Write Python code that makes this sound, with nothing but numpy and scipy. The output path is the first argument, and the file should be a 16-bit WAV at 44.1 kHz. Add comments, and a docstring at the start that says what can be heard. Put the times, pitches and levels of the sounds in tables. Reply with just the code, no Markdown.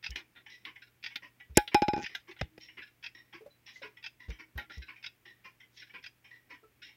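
"""Inside a pendulum clock

One close microphone moves into the case, in a quiet room where other clocks tick at their own rates.
Each tick is an escapement tooth dropping on a pallet, coloured by case and room. A metal part of the
movement knocks, then knocks again and bounces to rest in a quickening rattle. Now and then a hand
bumps the case, and small parts creak, slide and snap."""
import sys
import numpy as np
from scipy import signal
from scipy.io import wavfile
from scipy.ndimage import uniform_filter1d

SR = 44100
rng = np.random.default_rng(int(sys.argv[2]) if len(sys.argv) > 2 else 0)


def master_out(mix):
    """Clip the mix to full scale and print it as 16-bit PCM to the path in sys.argv[1]."""
    frames = np.transpose(np.atleast_2d(mix))
    ceiling = np.clip(frames, -1, 1)
    pcm = np.round(ceiling * 32767).astype(np.int16)
    wavfile.write(sys.argv[1], SR, pcm)


N = 306936
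HZ = np.fft.rfftfreq(8192, 1 / SR)  # frequency grid of all spectra
T = np.arange(SR // 3) / SR  # time axis of one short sound [s]

# colour of the case nearest the microphone: (frequency [Hz], level [dB])
NEAR_CASE_COLOUR = [(100, -25.5), (330, -11.5), (640, -17), (820, -7), (1230, -25.5), (1550, -4), (2000, 2),
                    (3100, -6.5), (3800, -2.5), (4400, -17), (5250, -16), (6200, -27), (7500, -41.5),
                    (15000, -36)]


def amp(db):
    """Decibels to gain."""
    return 10 ** (np.asarray(db) / 20)


def rms(x):
    """Root mean square."""
    return np.sqrt(np.mean(x ** 2) + 1e-20)


def fade(t60):
    """Decay by 60 dB in t60 seconds."""
    return np.exp(-np.log(1000) * T / t60)


def noise(length=len(T)):
    """White noise, by default as long as one short sound."""
    return rng.standard_normal(length)


def spectrum(points):
    """Joins (Hz, dB) points into a curve in dB on the grid HZ."""
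    hz, db = np.transpose(points)
    return np.interp(np.log(HZ + 1), np.log(hz), db)


def shelf(corner_hz):
    """Rises smoothly from 0 below the corner to 1 above it."""
    return 1 - 1 / (1 + (HZ / corner_hz) ** 8)


def colour(x, db):
    """Minimum-phase filter with the given gain: resonances ring on after the blow."""
    log_gain = np.log(amp(np.r_[db, db[-2:0:-1]]))
    response = np.exp(np.conj(signal.hilbert(log_gain)))
    taps = np.fft.ifft(response).real
    return signal.oaconvolve(x, taps[:len(HZ)])[:len(x)]


def add(mix, s, sound):
    """Adds a sound to the mix at s seconds."""
    part = mix[max(round(s * SR), 0):][:len(sound)]
    part += sound[:len(part)]


def ring(modes, rise_s):
    """Struck modes (Hz, dB, t60) that swell and die away."""
    tones = sum(amp(db) * fade(t60) * np.sin(2 * np.pi * hz * T) for hz, db, t60 in modes)
    return tones * (1 - np.exp(-T / rise_s))


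def body(points, resonances):
    """A broad colour with narrow resonances on top, in dB."""
    peaks = sum(db / (1 + (2 * (HZ - hz) / width) ** 2) for hz, width, db in resonances)
    return spectrum(points) + peaks


def ripple(depth_db, width_hz):
    """Chance peaks and dips in dB: the many modes of case and room."""
    lobe = np.exp(-((HZ[:129] - HZ[64]) / width_hz) ** 2)
    curve = np.convolve(uniform_filter1d(noise(len(HZ)), 3), lobe, "same")
    return depth_db * curve / rms(curve)


def repeats(first_s, period_s, levels):
    """Evenly spaced beats, each as loud as the level curve at its moment: rows (s, dB)."""
    times = np.arange(first_s, N / SR, period_s)
    return zip(times, np.interp(times, *np.transpose(levels)))


def beats(pattern, period_s, levels):
    """A clock repeats its pattern each period; its level drifts as the microphone moves into the case."""
    return [(s, db + beat_db, *tone)
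            for first_s, beat_db, *tone in pattern
            for s, db in repeats(first_s, period_s, levels)]


def room_tone():
    """Steady room air and microphone hiss, with a faint high whine and mains hum."""
    # noise floor: (frequency [Hz], level [dB])
    floor = [(30, 6), (160, -1), (320, 0), (550, -9), (1200, -10.5), (2300, -6.5), (4000, -17), (9000, -21),
             (13000, -16.5), (15500, -14.5)]
    # whine within the hiss: (frequency [Hz], width [Hz], boost [dB])
    whine = [(8230, 110, 6)]
    air_db, hum_db, hum_hz = -70, -77, 119.6
    air = colour(noise(N), body(floor, whine))
    hum = np.sqrt(2) * np.sin(2 * np.pi * hum_hz * np.arange(N) / SR)
    return amp(air_db) * air / rms(air) + amp(hum_db) * hum


def tick(tone_db, sharpness, wash_s, tail_t60, rise_s, click_s, swell_s, tail_db):
    """A click, a wash of reflections in case and room, and a tail; sharpness is click gain over wash."""
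    click = sharpness * np.exp(-T / click_s) * (1 - np.exp(-T / rise_s))
    wash = np.exp(-(T / wash_s) ** 2)
    room = np.hypot(wash, amp(tail_db) * fade(tail_t60)) * (1 - np.exp(-T / swell_s))
    sound = colour(np.hypot(click, room) * noise(), tone_db + ripple(depth_db=4.5, width_hz=40))
    return sound / rms(sound[:SR // 28])


def escapement(ticks, case_db, wash_s, tail_t60, recoil_db, lead_in_db, **shape):
    """A tooth drops on a pallet, then the wheel recoils softly; a faint lead-in precedes each tick."""
    lead_in_s = 0.0049
    bass, treble = 1 - shelf(2000), shelf(5200) * (1 - shelf(7000))
    out = np.zeros(N)
    for s, db, bass_db, treble_db, sharpness in ticks:
        tone_db = case_db + bass_db * bass + treble_db * treble
        drop = tick(tone_db, 2 * sharpness, wash_s, tail_t60, **shape)
        soft = tick(tone_db, 2.7, wash_s / 2, tail_t60 / 2, **shape) / np.hypot(1, sharpness)
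        add(out, s, amp(db) * drop)
        add(out, s + rng.uniform(0.045, 0.05), amp(db + recoil_db) * soft)
        add(out, s - lead_in_s * rng.uniform(0.44, 1.5), amp(db + lead_in_db) * soft)
    return out


def far_clock():
    """A distant escapement beats once a second, with a strong recoil."""
    # its beat: (first time [s], level [dB], bass [dB], treble [dB], relative sharpness)
    pattern = [(0.818, 0, 0.018, 4.5, 6)]
    # level at the microphone: (time [s], level [dB])
    levels = [(0.8, -55), (2.8, -50), (4.8, -52), (6.8, -55)]
    # case colour: (frequency [Hz], level [dB])
    case = [(100, -46), (320, -2), (600, -20), (1230, -29), (1450, 4.5), (1680, 14), (1830, -3),
            (2300, 6.5), (3500, -4.5), (4000, 3.5), (4400, -15), (5300, -2), (6500, -38), (15000, -47)]
    # ringing parts: (frequency [Hz], width [Hz], boost [dB])
    rings = [(5700, 34, 7.8)]
    return escapement(beats(pattern, period_s=1, levels=levels), body(case, rings),
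                      rise_s=0.0059, click_s=0.012, swell_s=0.0089, wash_s=0.043,
                      tail_db=-10, tail_t60=0.42, recoil_db=2.5, lead_in_db=-3)


def fast_clock():
    """A quick escapement elsewhere in the room, with a short tail."""
    # tick and tock: (first time [s], level [dB], bass [dB], treble [dB], relative sharpness)
    pattern = [(0.114, 0.0088, 3.7, -3, 2.3), (0.461, 0.029, 1.6, 4.5, 1.1)]
    # level at the microphone: (time [s], level [dB])
    levels = [(0.396, -53), (2.002, -53.5), (4.0, -56), (6.502, -58.5)]
    # case colour: (frequency [Hz], level [dB])
    case = [(100, -25.5), (320, -26), (620, -37), (820, -7.5), (1250, -19), (1900, 0), (2300, 2),
            (2650, -3), (3130, 1), (4050, -20.5), (4600, -29.5), (5300, -12.5), (7000, -38.5), (15000, -53)]
    # ringing parts: (frequency [Hz], width [Hz], boost [dB])
    rings = [(1960, 45, 8), (2230, 120, 5.1)]
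    return escapement(beats(pattern, period_s=0.6424, levels=levels), body(case, rings),
                      rise_s=0.002, click_s=0.013, swell_s=0.006, wash_s=0.051,
                      tail_db=-3, tail_t60=0.14, recoil_db=-17, lead_in_db=-15)


def slow_clock():
    """An unhurried escapement in the room: a light tick and a louder, duller tock."""
    # tick and tock: (first time [s], level [dB], bass [dB], treble [dB], relative sharpness)
    pattern = [(0.166, -0.2, 0.25, 14, 0.37), (0.660, 3, -2.6, -5, 0.546)]
    # level at the microphone: (time [s], level [dB])
    levels = [(0.999, -51), (3.297, -50), (5.2, -51), (6.501, -50)]
    # case colour: (frequency [Hz], level [dB])
    case = [(100, -21), (350, -3.5), (720, -26.5), (1000, -2.5), (1230, -15.5), (1450, -8.5), (2300, 2),
            (3400, -14.5), (3800, -21), (4300, -25), (5300, -21.5), (6300, -37), (7500, -51.5),
            (15000, -41.5)]
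    # ringing parts: (frequency [Hz], width [Hz], boost [dB])
    rings = [(1090, 70, 3)]
    return escapement(beats(pattern, period_s=1.0555, levels=levels), body(case, rings),
                      rise_s=0.0025, click_s=0.00488, swell_s=0.0083, wash_s=0.036,
                      tail_db=-7.5, tail_t60=0.26, recoil_db=-14.5, lead_in_db=-19)


def bright_clock():
    """A bright pendulum clock whose beats linger in the room."""
    # tick and tock: (first time [s], level [dB], bass [dB], treble [dB], relative sharpness)
    pattern = [(0.501, 0, -8.5, 5.5, 0.7), (1.040, -0.5, 7, -0.5, 1)]
    # level at the microphone: (time [s], level [dB])
    levels = [(0.5, -53.5), (3.399, -54.5), (5.3, -54), (6.8, -52)]
    # case colour: (frequency [Hz], level [dB])
    case = [(100, -26), (330, -12), (640, -24), (1300, -22), (1600, -18), (1850, 4), (2300, -2.5),
            (3100, -6), (3800, -3.5), (4500, -18), (5250, -7), (6200, -24.5), (7500, -41), (15000, -50)]
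    # ringing parts: (frequency [Hz], width [Hz], boost [dB])
    rings = [(1020, 150, 11.5), (1960, 130, 9.5), (2760, 60, 4), (3930, 60, 5.5), (5530, 180, 12)]
    return escapement(beats(pattern, period_s=1.0542, levels=levels), body(case, rings),
                      rise_s=0.001, click_s=0.006, swell_s=0.021, wash_s=0.051,
                      tail_db=-11, tail_t60=0.54, recoil_db=-12, lead_in_db=-12)


def stepping_clock():
    """Each second a wheel is released, caught and stopped: quick clicks that build to a crisp snap."""
    # clicks of one step: (time from the stop [s], level [dB], sharpness)
    clicks = [(-.0335, -14, 1.2), (-.0212, -6.5, 2.5), (-.0175, -6, 3.5), (0, -8, 5), (.0026, -3, 8)]
    # level at the microphone: (time [s], level [dB])
    levels = [(0.1, -39.5), (2.0, -40), (3.0, -42.5), (5.0, -42.5), (6.1, -47)]
    # case colour: (frequency [Hz], level [dB])
    case = [(100, -15), (550, -23.5), (900, -6), (1150, -21), (1450, -2), (2600, 11.5), (2980, 2.5),
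            (3300, 9), (4250, -4), (4900, 4.5), (5600, -3), (6400, -14), (7600, -39), (15000, -32)]
    # ringing parts: (frequency [Hz], width [Hz], boost [dB])
    rings = [(930, 76, 6), (1470, 220, 9), (1843, 110, 8), (2640, 150, 5), (4940, 320, 4.5),
             (5220, 90, 4.5)]
    out, case_db = np.zeros(N), body(case, rings)
    for s, db in repeats(first_s=0.0603, period_s=1, levels=levels):
        for delay, click_db, sharpness in clicks:
            click = tick(case_db, sharpness, rise_s=0.001, click_s=0.0038,
                         swell_s=0.029, wash_s=0.026, tail_db=-13.5, tail_t60=0.22)
            add(out, s + delay, amp(db + click_db) * click)
    return out


def swishes():
    """Parts slide in light contact: hiss that swells and fades."""
    # slides: (time of the peak [s], level [dB])
    slides = [(2.631, -70), (3.766, -62.5), (5.775, -67)]
    # their colour: (frequency [Hz], level [dB])
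    slide_colour = [(1000, -27), (3300, -4.5), (6500, -6), (7600, -24), (10000, -45)]
    t = np.arange(N) / SR
    hiss = colour(noise(N), spectrum(slide_colour))
    swells = sum(amp(db) * np.exp(-((t - s) / 0.037) ** 2) for s, db in slides)
    return hiss / rms(hiss) * swells


def creaks():
    """A rubbed part sings at one resonance, its pitch and strength shaking."""
    # singing parts: (time [s], relative level [dB], frequency [Hz], t60 [s])
    parts = [(3.405, -51, 436, 0.17), (3.459, -44.5, 572, 0.077), (3.501, -66, 3990, .18),
             (3.755, -50.5, 2030, 0.13), (3.816, -47.5, 548, 0.066), (3.839, -49.5, 424.5, 0.17),
             (6.626, -57.5, 434, 0.17), (6.633, -62, 1317, 0.13)]
    out, shake_s = np.zeros(N), 0.0032
    for s, db, hz, t60 in parts:
        shake = signal.lfilter([1], [1, -np.exp(-1 / (shake_s * SR))], rng.standard_normal((2, len(T))))
        grip = 1 + 0.4 * (shake[0] + 1j * shake[1]) / rms(shake)
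        tone = (grip * np.exp(2j * np.pi * hz * T)).imag
        onset = (1 - np.exp(-T / (0.028 * t60))) ** 2
        add(out, s, 2 * amp(db) * tone * fade(t60) * onset)
    return out


def case_clicks():
    """The case gives under the hand with tiny dry clicks."""
    # clicks: (time [s], level [dB])
    clicks = [(0.1056, -44.5), (4.2935, -65), (4.303, -56.5), (4.78, -57.5)]
    # their colour: (frequency [Hz], level [dB])
    click_colour = [(400, -30), (1200, -24), (2500, -13), (4200, -7), (5400, 1), (6600, -5.5), (7800, -25),
                    (15000, -20)]
    out = np.zeros(N)
    for s, db in clicks:
        click = colour(noise() * fade(0.025), spectrum(click_colour))
        add(out, s, amp(db) * click / rms(click[:SR // 250]))
    return out


def hand_bumps():
    """The hand meets the case: a low swaying thud, a short rub and a faint hum of the coiled gong."""
    # bumps: (time [s], relative level [dB], frequency [Hz], t60 [s], rub offset [dB])
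    bumps = [(0.091, -35.5, 57.6, 0.12, -15.5), (1.496, -41.5, 68.1, 0.12, -12.5),
             (2.414, -25, 72, 0.059, -18), (2.411, -22.5, 117.6, 0.038, -27), (4.282, -29.5, 52, 0.1, -11),
             (4.554, -30.5, 66, 0.073, -15), (4.771, -36, 64.4, 0.12, -11.5)]
    # skin rubbing on wood: (frequency [Hz], level [dB])
    rub_colour = [(40, -6), (150, 2), (300, -20), (460, -10), (650, -27.5), (2000, -28), (6000, -39.5),
                  (9000, -66)]
    # gong modes: (frequency [Hz], level relative to the rub [dB], t60 [s])
    gong_modes = [(314, -18, 0.9), (320, -21, 1.0)]
    out, gong = np.zeros(N), ring(gong_modes, rise_s=0.055)
    for s, db, hz, t60, rub_db in bumps:
        sway = 2.6 * ring([(hz, 0, t60)], rise_s=0.0086)
        rub = colour(noise(), spectrum(rub_colour))
        rub = rub / rms(rub) * fade(0.15) * (1 - np.exp(-T / 0.0044))
        add(out, s, amp(db) * (sway + amp(rub_db) * (rub + gong)))
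    return out


def near_clock():
    """The handled movement clicks unevenly, right at the microphone."""
    # clicks: (time [s], level [dB], bass [dB], treble [dB], relative sharpness)
    ticks = [(0.1578, -40, -4, 8, 2.5), (0.359, -56, 6, -18, 0.3), (0.6505, -46, -11, -4, 3),
             (1.157, -40, -8, -2, 15), (1.6758, -43.5, -8, -1, 7.3), (2.1488, -39.5, -2.5, 7, 4.9),
             (2.312, -56, -8, 8, 8.9), (2.364, -60.5, 3, -14.5, 0.93), (4.302, -54, 2, 5.5, 5.3),
             (4.578, -41, 11.5, 7, 1.5), (4.593, -47.5, 7, -6, 1.9), (4.698, -50.5, 7, 5, 0.8)]
    # ringing parts: (frequency [Hz], width [Hz], boost [dB])
    rings = [(1391, 77, 16.5), (4850, 25, 3)]
    return escapement(ticks, body(NEAR_CASE_COLOUR, rings),
                      rise_s=0.0009, click_s=0.006, swell_s=0.0082, wash_s=0.033,
                      tail_db=-5, tail_t60=0.14, recoil_db=-14, lead_in_db=-12.5)


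def spring():
    """A thin spring snaps back with a glassy tick and a faint hiss."""
    # the snap: (time [s], level [dB], t60 [s], tail level [dB], tail t60 [s])
    snap = (4.577, -46, 0.025, -15, .2)
    # its colour: (frequency [Hz], level [dB])
    snap_colour = [(9000, -21), (11200, -2), (12000, 4), (15500, -6)]
    s, db, t60, tail_db, tail_t60 = snap
    out, hiss = np.zeros(N), colour(noise(), spectrum(snap_colour))
    envelope = np.hypot(fade(t60), amp(tail_db) * fade(tail_t60))
    add(out, s, amp(db) * hiss / rms(hiss) * envelope)
    return out


def chatter():
    """The settling part taps its stop faster and faster until it lies still."""
    # course of the chatter: (time [s], level [dB])
    levels = [(1.963, -62.5), (2.01, -60), (2.033, -49.5), (2.045, -60.5)]
    # its colour: (frequency [Hz], level [dB])
    tap_colour = [(330, 12), (600, -4), (1100, -12), (1900, 4), (2600, 1), (4200, -12), (5200, -1),
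                  (6700, -3), (7300, -14), (7900, -32), (15000, -45)]
    times, db = np.transpose(levels)
    t = np.arange(times[0], times[-1], 1 / SR)
    rate = np.geomspace(70, 200, len(t))  # nominal contacts per second
    unsteady = np.exp(2 * uniform_filter1d(noise(len(t)), SR // 500))
    since_contact = np.cumsum(rate * unsteady) / SR % 1 / rate
    contacts = np.exp(-since_contact / 0.0013) * noise(len(t))
    contacts *= amp(np.interp(t, times, db) - db.max())
    sound = colour(np.r_[contacts, np.zeros(len(T))], spectrum(tap_colour))
    out = np.zeros(N)
    add(out, times[0], amp(db.max()) * sound / rms(sound[:len(t)]))
    return out


def rattle(t60, count, gap_s=0.0024, step_db=-4):
    """Envelope of a loose contact: it touches several times in a few milliseconds, ever more lightly."""
    out = np.zeros(len(T))
    for k, slip in enumerate(rng.uniform(0.8, 1.2, count)):
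        add(out, k * slip * gap_s, amp(k * step_db) * fade(t60))
    return out


def bounces():
    """The part drops and bounces to rest; softer contacts are duller."""
    # contacts: (time [s], force [dB])
    contacts = [(1.7451, -1), (1.8200, -4), (1.8822, -5), (1.9335, -7), (1.9625, -10.5), (1.9775, -10.5),
                (1.9900, -13.5), (1.9985, -15.5)]
    # rows for ring, thud, crack and treble: (level at full force [dB], slope [dB per dB of force])
    force_law = [(-8.5, 2), (-5, 1.7), (-20, 2.5), (6, 6)]
    return [(s, *(db + slope * force_db for db, slope in force_law)) for s, force_db in contacts]


def knocks():
    """Each contact cracks, thuds into the wooden case and sets the metal ringing, with a faint echo."""
    # single knocks: (time [s], ring [dB], thud [dB], crack [dB], treble of the crack [dB])
    single_knocks = [(1.5721, -18.5, -1.5, -20, 11), (1.5744, -38, -12, -25, 26.5),
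                     (2.4123, -52.5, -28, -31.5, -18), (2.5782, -68.5, -40, -52, -4),
                     (4.5775, -40.5, -59, -55, -11)]
    # modes of the metal part: (frequency [Hz], level bounced [dB], level knocked [dB], t60 [s])
    metal_modes = [(540, -30, -14, .07), (832, 0, 0, .13), (1419, -26, -19, .12), (1531, -15, -6, .08),
                   (1675, -35, -5, .1), (2382, -24, -22, .17), (2476, -17, -9, .08), (3510, -31, -28, .08),
                   (3903, -31, -28, .12), (5128, -26, -28, .11), (5215, -34, -29, .1)]
    # modes of the wooden case: (frequency [Hz], level [dB], t60 [s])
    wood_modes = [(110, -15, 0.012), (242, -4.5, 0.018), (335, -1, 0.02), (351, -20, 0.047),
                  (570, -13, 0.012)]
    # colour of the crack: (frequency [Hz], level [dB])
    crack_colour = [(100, -7), (540, 8), (750, 6), (1150, -8), (1650, 3.5), (2050, 0), (2550, 1),
                    (3400, -7), (3900, -5), (4400, -11), (5100, 3), (6200, -8), (7400, -6), (8300, -17),
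                    (10300, -8), (13500, -18), (15500, -38)]
    # recorder hiss that comes up briefly after a loud, bright sound: (frequency [Hz], level [dB])
    hiss_colour = [(4000, -30.5), (8000, -2.5), (12000, 0)]
    out, wood = np.zeros(N), ring(wood_modes, rise_s=0.0011)
    bounced = [(hz, db, t60) for hz, db, _, t60 in metal_modes]
    knocked = [(hz, db, t60) for hz, _, db, t60 in metal_modes]
    main_mode_hz, attack = metal_modes[1][0], slice(SR // 100)
    crack_tone = spectrum(crack_colour)
    echo_tone = spectrum(NEAR_CASE_COLOUR) + 5 * (1 - shelf(700))
    for contacts, modes in (single_knocks, knocked), (bounces(), bounced):
        for s, ring_db, thud_db, crack_db, treble_db in contacts:
            # the contact point wanders, so the upper modes are struck differently each time
            struck = [(hz, db + chance_db * (hz > main_mode_hz), t60)
                      for (hz, db, t60), chance_db in zip(modes, 2 * noise(len(modes)))]
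            metal = ring(struck, rise_s=0.0027)
            # the highest part of the crack, its snap, dies first
            crack = colour(noise() * rattle(t60=0.014, count=3), crack_tone - 28 * shelf(6400))
            snap = colour(noise() * fade(0.0038), crack_tone + treble_db - 50 * (1 - shelf(4600)))
            echo = colour(noise() * fade(0.15), echo_tone + ripple(depth_db=3, width_hz=60))
            impact = (crack + snap) / rms(crack[attack]) + amp(-20) * echo / rms(echo[attack])
            hiss = colour(noise() * fade(0.28), spectrum(hiss_colour))
            hiss_gain = amp(-53) * np.tanh(amp(crack_db + treble_db + 20.5))
            add(out, s, amp(crack_db) * impact + hiss_gain * hiss)
            add(out, s + 0.0016, amp(ring_db) * metal + amp(thud_db) * wood)
    return out


def scene():
    """The clocks, the metal parts and the handling, heard from a microphone that moves into the case."""
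    clocks = near_clock() + bright_clock() + slow_clock() + fast_clock() + far_clock() + stepping_clock()
    metal_parts = knocks() + chatter() + spring()
    handling = hand_bumps() + case_clicks() + creaks() + swishes()
    return (clocks + metal_parts + handling + room_tone())[None]


def record(dry):
    """The microphone loses the deepest bass, rounds off the highest peak and cuts the extreme treble."""
    low_cut_hz, ceiling, high_cut_hz = 47, 0.85, 15900
    thin = signal.sosfilt(signal.butter(4, low_cut_hz, "highpass", fs=SR, output="sos"), dry)
    rounded = thin / (1 + (thin / ceiling) ** 6) ** (1 / 6)
    lowpass = signal.firwin(511, high_cut_hz, window=("kaiser", 9), fs=SR)
    return signal.oaconvolve(rounded, lowpass[None], "same")


dry = scene()
out = record(dry)
master_out(out)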